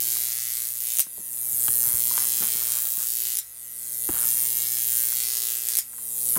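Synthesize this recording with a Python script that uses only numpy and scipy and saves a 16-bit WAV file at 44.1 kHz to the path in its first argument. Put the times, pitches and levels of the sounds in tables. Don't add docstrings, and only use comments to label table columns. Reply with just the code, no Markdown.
import sys
import numpy as np
from scipy import signal
from scipy.fft import rfft, irfft
from scipy.io import wavfile
from scipy.ndimage import uniform_filter1d

SR = 44100
rng = np.random.default_rng(int(sys.argv[2]) if len(sys.argv) > 2 else 0)


def wav_record(signal):
    frames = np.transpose(np.atleast_2d(signal))
    bounded = np.clip(frames, -1, 1)
    quanta = np.round(bounded * 32767).astype(np.int16)
    wavfile.write(sys.argv[1], SR, quanta)


N = 281358
TIME = np.arange(N) / SR
MS = 1e-3
MAINS_HZ, EDGE_HZ = 60, 16020
CLICK_SAMPLES = 1024
BINS = np.fft.rfftfreq(CLICK_SAMPLES, 1 / SR)

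# leaves the foot t/s, growth time/s, start level/dB, peak level/dB,
# midrange while young/dB, strike delay/ms
CLIMBS = [(-1.37, .7, -40, -22.5, -9, 4.05), (1.04, .61, -40.5, -22, -10, 4.03),
          (3.49, .76, -42.5, -23, -7.5, 3.8), (5.83, .46, -41, -23.5, -10.5, 3.9)]
# last crack t/s, its level/dB, crescendo per cycle/dB, stutter against that crack/dB
TEARS = [(1.0035, -17, 3, -1), (3.3875, -22, 1, -23), (5.7872, -17, 2, -10)]
# f/Hz, level/dB
CLICK_SPECTRUM = [(40, -31.5), (250, -19), (600, -23.5), (1100, -23.5), (2000, -12.5), (3200, -10),
                  (5000, -6), (7000, -2.5), (9500, 1.6), (11300, 2.6), (13000, 2.5), (14800, 1.5),
                  (16000, -6.5)]

RELIGHT_S, MISSING_S = 0.022, 0.043
SAG_DB_PER_S = 3.5
FULL_AGE_S, FILL_S = 0.93, 0.16
SHEEN_DB, SHEEN_AGE_S, SHEEN_FALL_DB = 5, 1.64, 3
LOPSIDED_DB_PER_S, FAILING_DB, FAILING_S = 2.12, 0.5, 0.13
EARLY_MS_PER_DB, SKEW_MS_PER_DB = 0.14, 0.33
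JITTER_MS, WANDER_MS, FLICKER_DB, WRITHE_DB = 0.017, 0.048, 0.5, 3.5
SPUTTER, YOUNG_SPUTTER, SPUTTER_AGE_S, SPUTTER_S = 0.16, 0.1, 0.51, 0.56


def climb(lit, end, rise_s, grow_s, start_db, peak_db, young_db, strike_ms):
    # t/s, extra level/dB
    flares = [(.804, 2.5), (2.721, 3), (5.687, 4)]
    half_cycle = np.arange(np.ceil(lit * 2 * MAINS_HZ), end * 2 * MAINS_HZ)
    zero_s, negative = half_cycle / (2 * MAINS_HZ), half_cycle % 2
    age = np.maximum(zero_s - rise_s, 0)
    short_db, stretched_s = growth(age, grow_s, start_db, peak_db)
    louder, fuller, brighter, _ = wavering(zero_s)
    jitter, wander, flicker = rng.standard_normal((len(half_cycle), 3)).T
    failing_db = FAILING_DB * np.exp((zero_s - end) / FAILING_S)
    lopsided_db = (LOPSIDED_DB_PER_S * age + failing_db) * (0.5 - negative)
    flare_db = sum(db * (half_cycle == np.floor(s * 2 * MAINS_HZ)) for s, db in flares)
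    swell_db = peak_db + short_db - SAG_DB_PER_S * stretched_s
    level_db = swell_db + louder + flare_db + lopsided_db + FLICKER_DB * flicker
    depth_db = young_db / (1 + np.exp((age - FULL_AGE_S) / FILL_S)) + fuller
    sheen_db = SHEEN_DB - SHEEN_FALL_DB * (age - SHEEN_AGE_S) ** 2 + brighter
    late_ms = strike_ms - EARLY_MS_PER_DB * depth_db - SKEW_MS_PER_DB * failing_db * negative
    strike_s = zero_s + (late_ms + JITTER_MS * jitter + WANDER_MS * uniform_filter1d(wander, size=6)) * MS
    sputter = SPUTTER + YOUNG_SPUTTER * np.exp(-((age - SPUTTER_AGE_S) / SPUTTER_S) ** 2)
    mid = curve([(100, 0.11), (900, 0.16), (2000, 0.96), (3500, 1), (5500, 1), (9000, 0)], BINS)
    top = curve([(10500, 0.82), (13000, 1), (15000, 1.57)], BINS)
    colour_db = curve(CLICK_SPECTRUM, BINS) + np.outer(depth_db, mid) + np.outer(sheen_db, top)
    knots_hz = np.geomspace(700, EDGE_HZ, 12)
    writhe_db = WRITHE_DB * rng.uniform(-0.74, 1, (len(half_cycle), len(knots_hz)))
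    colour_db += [np.interp(BINS, knots_hz, row) for row in writhe_db]
    return sparks(strike_s, level_db, colour_db, sputter, age, spread_ms=0.2473)


def growth(age, grow_s, start_db, peak_db):
    return (start_db - peak_db) * np.clip(1 - age / grow_s, 0, 1), np.maximum(age - grow_s, 0)


def wavering(t):
    # t/s, half width/s, level/dB, midrange/dB, top/dB, hum overtones/dB
    wavers = [(.42, 0.24, -3, 1.5, -4, -5), (.74, 0.099, -3.5, -5, -0.5, -60), (2.2, 0.18, 0, 0, -1.5, 2.5),
              (2.92, 0.15, 0, -3, 4.5, -27.5), (4.74, 0.24, -1.8, 1.5, 0.5, -0.5),
              (4.97, 0.15, 3, -3.5, 1, -4.5), (5.27, 0.11, -0.7, 2, -6, -4.5),
              (5.6, 0.057, -2.5, -.5, -1.5, -2)]
    return sum(np.outer(changes, np.exp(-((t - s) / width) ** 2)) for s, width, *changes in wavers)


def snaps(last_s, last_db, crescendo_db, stutter_db, fizz_db=-7, age_s=2.35):
    cycles = np.array([-2, -1, 0, -0.5, 0.19])
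    level_db = last_db + np.array([-2 * crescendo_db, -crescendo_db, 0, stutter_db, fizz_db])
    tilt_db = curve([(100, -11), (1000, 1), (4000, 0), (9000, 2.5), (16000, 1.5)], BINS)
    colour_db = np.tile(curve(CLICK_SPECTRUM, BINS) + tilt_db, (len(cycles), 1))
    sputter = np.where(cycles % 1 > 0, 1, 0.42)
    age = np.full(len(cycles), age_s)
    return sparks(last_s + cycles / MAINS_HZ, level_db, colour_db, sputter, age, spread_ms=0.47)


def sparks(strike_s, level_db, colour_db, sputter, age, spread_ms, stray_count=3):
    stray_ms = (0.3 + rng.random((len(strike_s), stray_count))) * spread_ms
    strays = sum(delay(ms * MS) for ms in stray_ms.T)
    click = causal(colour_db) * reflections(age)
    power = np.mean(abs(click) ** 2, axis=1) * (1 + stray_count * sputter ** 2)
    click *= (amp(level_db) / np.sqrt(power))[:, None]
    click *= 1 + sputter[:, None] * strays * np.minimum(BINS / 6000, 1)
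    starts = np.floor(strike_s * SR).astype(int) - CLICK_SAMPLES // 32
    waves = irfft(click * delay(strike_s - starts / SR), axis=1) * np.sqrt(SR / MAINS_HZ / 2)
    out = np.zeros(N)
    for start, wave in zip(starts, waves):
        add(out, start, wave)
    return out


def reflections(age, door_age_s=1.06, door_ms=0.95, door_db=-7.5):
    # first delay/ms, its growth/(ms/s), level/dB, fade/(dB/s)
    receding = [(0.158, .8, -9.5, 5.5), (.75, 1.25, -1.5, 6.5)]
    # f/Hz, level/dB
    echo_colour = [(100, 0.5), (5000, -6.5), (10000, 0.5), (13000, -3), (16000, -9)]
    # delay/ms, level/dB
    wall_echoes = [(3.9, -24), (6.5, -13.5)]
    off_level = (age - door_age_s) ** 2
    near = [(door_ms - 0.071 * off_level, door_db - 22 * off_level)]
    near += [(ms + speed * age, db - fade * age) for ms, speed, db, fade in receding]
    moving_comb = sum(amp(db)[:, None] * delay(ms * MS) for ms, db in near)
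    walls = sum(amp(db) * delay([ms * MS]) for ms, db in wall_echoes)
    return 1 + moving_comb * amp(curve(echo_colour, BINS)) + walls


def channel_throb(low_db=-57.5, low_fade_db=3.1, overtone_db=-60.5, overtone_fade_db=2.05):
    # f/Hz, relative level/dB
    throb_lines = [(240, -2), (360, -2), (480, 1.5), (600, -7.5), (840, -3.5)]
    rise_s, grow_s, start_db, peak_db, _, _ = np.transpose(CLIMBS)
    k = np.searchsorted(np.array(TEARS)[:, 0] + RELIGHT_S, TIME)
    short_db, stretched_s = growth(TIME - rise_s[k], grow_s[k], start_db[k], peak_db[k])
    low = uniform_filter1d(low_db + short_db - low_fade_db * stretched_s ** 2, size=1500)
    upper = uniform_filter1d(overtone_db + short_db - overtone_fade_db * stretched_s ** 2, size=1500)
    fundamental = -np.sqrt(2) * np.cos(2 * np.pi * 2 * MAINS_HZ * TIME)
    overtones = harmonics(throb_lines, lag_ms=5.464, scatter=0.64)
    return amp(low) * fundamental + amp(upper + wavering(TIME)[-1]) * overtones


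def finger_knocks(trim_db=-9, octaves=0.7, low_cut_hz=55):
    # t/s, level before the trim/dB, centre f/Hz, 60 dB decay/s
    blows = [(0.163, -53, 1900, 0.015), (1.068, -56, 555, 0.013), (1.179, -51, 190, 0.061),
             (1.202, -59, 497, 0.022), (1.528, -51, 90, 0.082), (1.682, -37.5, 2360, 0.019),
             (1.686, -45.5, 80, 0.048), (1.871, -48, 90, .1), (1.937, -43.5, 110, 0.092),
             (2.111, -43.5, 940, 0.017), (2.178, -36, 2600, 0.015), (2.405, -44, 201, 0.17),
             (2.422, -41.5, 690, 0.11), (2.552, -50.5, 250, 0.048), (2.973, -53.5, 300, 0.013),
             (4.09, -34.5, 575, 0.056), (4.091, -36.5, 171, 0.043), (4.128, -48, 121, 0.075),
             (5.125, -50.5, 1200, .02), (5.934, -57, 1500, 0.023), (5.982, -56.5, 1100, 0.046),
             (6.357, -45, 1800, 0.015), (6.364, -33, 520, 0.1)]
    # f/Hz, width/Hz, level/dB
    case_modes = [(76, 120, 16), (202, 47, 10.5), (317, 50, 1.5), (666, 450, -15.5), (1010, 93, -1),
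                  (1275, 360, -8.5), (1580, 200, -10), (2720, 890, -18)]
    out, t = np.zeros(N), np.arange(SR // 5) / SR
    low_cut = signal.butter(2, low_cut_hz, "high", fs=SR, output="sos")
    for s, db, centre_hz, decay_s in blows:
        blow = rng.standard_normal(len(t)) * amp(-60 * t / decay_s)
        pole = np.exp(-2 * np.pi * 2 * centre_hz / SR)
        blow = signal.lfilter([1], [1, -pole], blow)
        ring = np.zeros(len(t))
        for hz, width, mode_db in case_modes:
            drive = amp(mode_db) * width * np.exp(-0.5 * (np.log2(hz / centre_hz) / octaves) ** 2)
            ring += drive * np.exp(-np.pi * width * t) * np.cos(2 * np.pi * hz * t)
        knock = signal.sosfilt(low_cut, signal.fftconvolve(blow, ring)[:len(t)])
        add(out, round(s * SR), amp(db + trim_db) * unit(knock))
    return out


def finger_rubs(grain_db=2.0):
    # start t/s, end t/s, level/dB
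    strokes = [(1.82, 2.016, -50), (2.128, 2.268, -45), (2.386, 2.5, -46.5), (2.504, 2.914, -50),
               (2.96, 3.07, -50.5), (4.07, 4.31, -44.5)]
    # f/Hz, level/dB
    rub_colour = [(40, -9), (150, -7), (400, -12), (800, -4), (1400, 2), (2000, -6), (3000, -8.5),
                  (8000, -37)]
    friction = noise(rub_colour)
    grain = unit(uniform_filter1d(rng.standard_normal(N), size=250))
    rustle = unit(friction * amp(grain_db * grain))
    out = np.zeros(N)
    for start, end, db in strokes:
        progress = np.clip((TIME - start) / (end - start), 0, 1)
        out += amp(db) * rustle * np.sqrt(abs(np.sin(np.pi * progress)))
    return out


def workshop_reverb(x, count=16):
    # f/Hz, 60 dB decay/s
    room_t60 = [(150, 0.045), (1000, 0.2), (5000, 0.17), (10000, 0.12), (16000, 0.098)]
    hz, t, spectra = signal.stft(rng.standard_normal((count, SR // 3)), SR, nperseg=256)
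    tails = signal.istft(spectra * amp(-60 * t / curve(room_t60, hz)[:, None]), SR, nperseg=256)[1]
    tails *= np.clip(np.arange(tails.shape[1]) / SR / 0.0037 - 0.4, 0, 1)
    place = TIME / TIME[-1] * 2 * count
    out = np.zeros(N)
    for k, tail in enumerate(tails):
        away = abs((place - k + count / 2) % count - count / 2)
        share = np.cos(np.pi / 2 * np.minimum(away, 1))
        out += signal.oaconvolve(x * share, tail / np.linalg.norm(tail))[:N]
    return out


def transformer(trim_db=-2.0):
    # f/Hz, level before the trim/dB
    core_lines = [(720, -75.5), (1080, -74), (1320, -70), (1560, -74), (1920, -69), (2040, -70),
                  (2160, -78), (2400, -84), (2640, -70), (3000, -81.5)]
    return amp(trim_db) * harmonics(core_lines, lag_ms=1.614, scatter=0.68)


def room_tone(level_db=-63.0):
    # f/Hz, relative level/dB
    floor_colour = [(20, -51), (65, 1.5), (110, -9.5), (300, -19), (1000, -18), (4000, -12), (16000, -53)]
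    return amp(level_db) * noise(floor_colour)


def harmonics(lines, lag_ms, scatter):
    out = np.zeros(N)
    for hz, db in lines:
        locked_hz = np.round(hz / MAINS_HZ / 2) * 2 * MAINS_HZ
        cycles = locked_hz * (TIME - lag_ms * MS) + scatter * rng.random()
        out += np.sqrt(2) * amp(db) * np.cos(2 * np.pi * cycles)
    return out


def noise(colour):
    gain = amp(curve(colour, np.fft.rfftfreq(N, 1 / SR)))
    return unit(irfft(rfft(rng.standard_normal(N)) * gain, N))


def delay(s):
    return np.exp(-2j * np.pi * np.outer(s, BINS))


def causal(db):
    log_gain = np.log(amp(np.concatenate([db, db[:, -2:0:-1]], axis=1)))
    return np.exp(np.conj(signal.hilbert(log_gain, axis=1)))[:, :len(BINS)]


def amp(db):
    return 10 ** (np.asarray(db) / 20)


def unit(x):
    return x / np.sqrt(np.mean(abs(x) ** 2) + 1e-20)


def curve(points, hz):
    f, value = np.transpose(points)
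    return np.interp(np.log(hz + 1), np.log(f + 1), value)


def add(mix, start, sound):
    part = mix[max(start, 0):][:len(sound)]
    part += sound[:len(part)]


def scene(room_db=-4.5, shade_db=3, shade_s=0.79):
    torn = np.array(TEARS)[:, 0]
    lit, ends = np.append(0, torn + RELIGHT_S), np.append(torn - MISSING_S, TIME[-1])
    arc = sum(climb(start, end, *row) for start, end, row in zip(lit, ends, CLIMBS))
    arc += sum(snaps(*row) for row in TEARS)
    hidden = sum((TIME > s) * np.clip(1 - (TIME - s) / shade_s, 0, 1) for s in lit[1:])
    shade = amp(-shade_db * hidden)
    mix = arc * shade + amp(room_db) * workshop_reverb(arc / shade)
    return (mix + channel_throb() + transformer() + finger_knocks() + finger_rubs() + room_tone())[None]


def record(dry):
    lowpass = signal.firwin(511, EDGE_HZ, window=("kaiser", 9), fs=SR)
    return signal.oaconvolve(np.clip(dry, -1, 1), lowpass[None], "same")


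dry = scene()
out = record(dry)
wav_record(out)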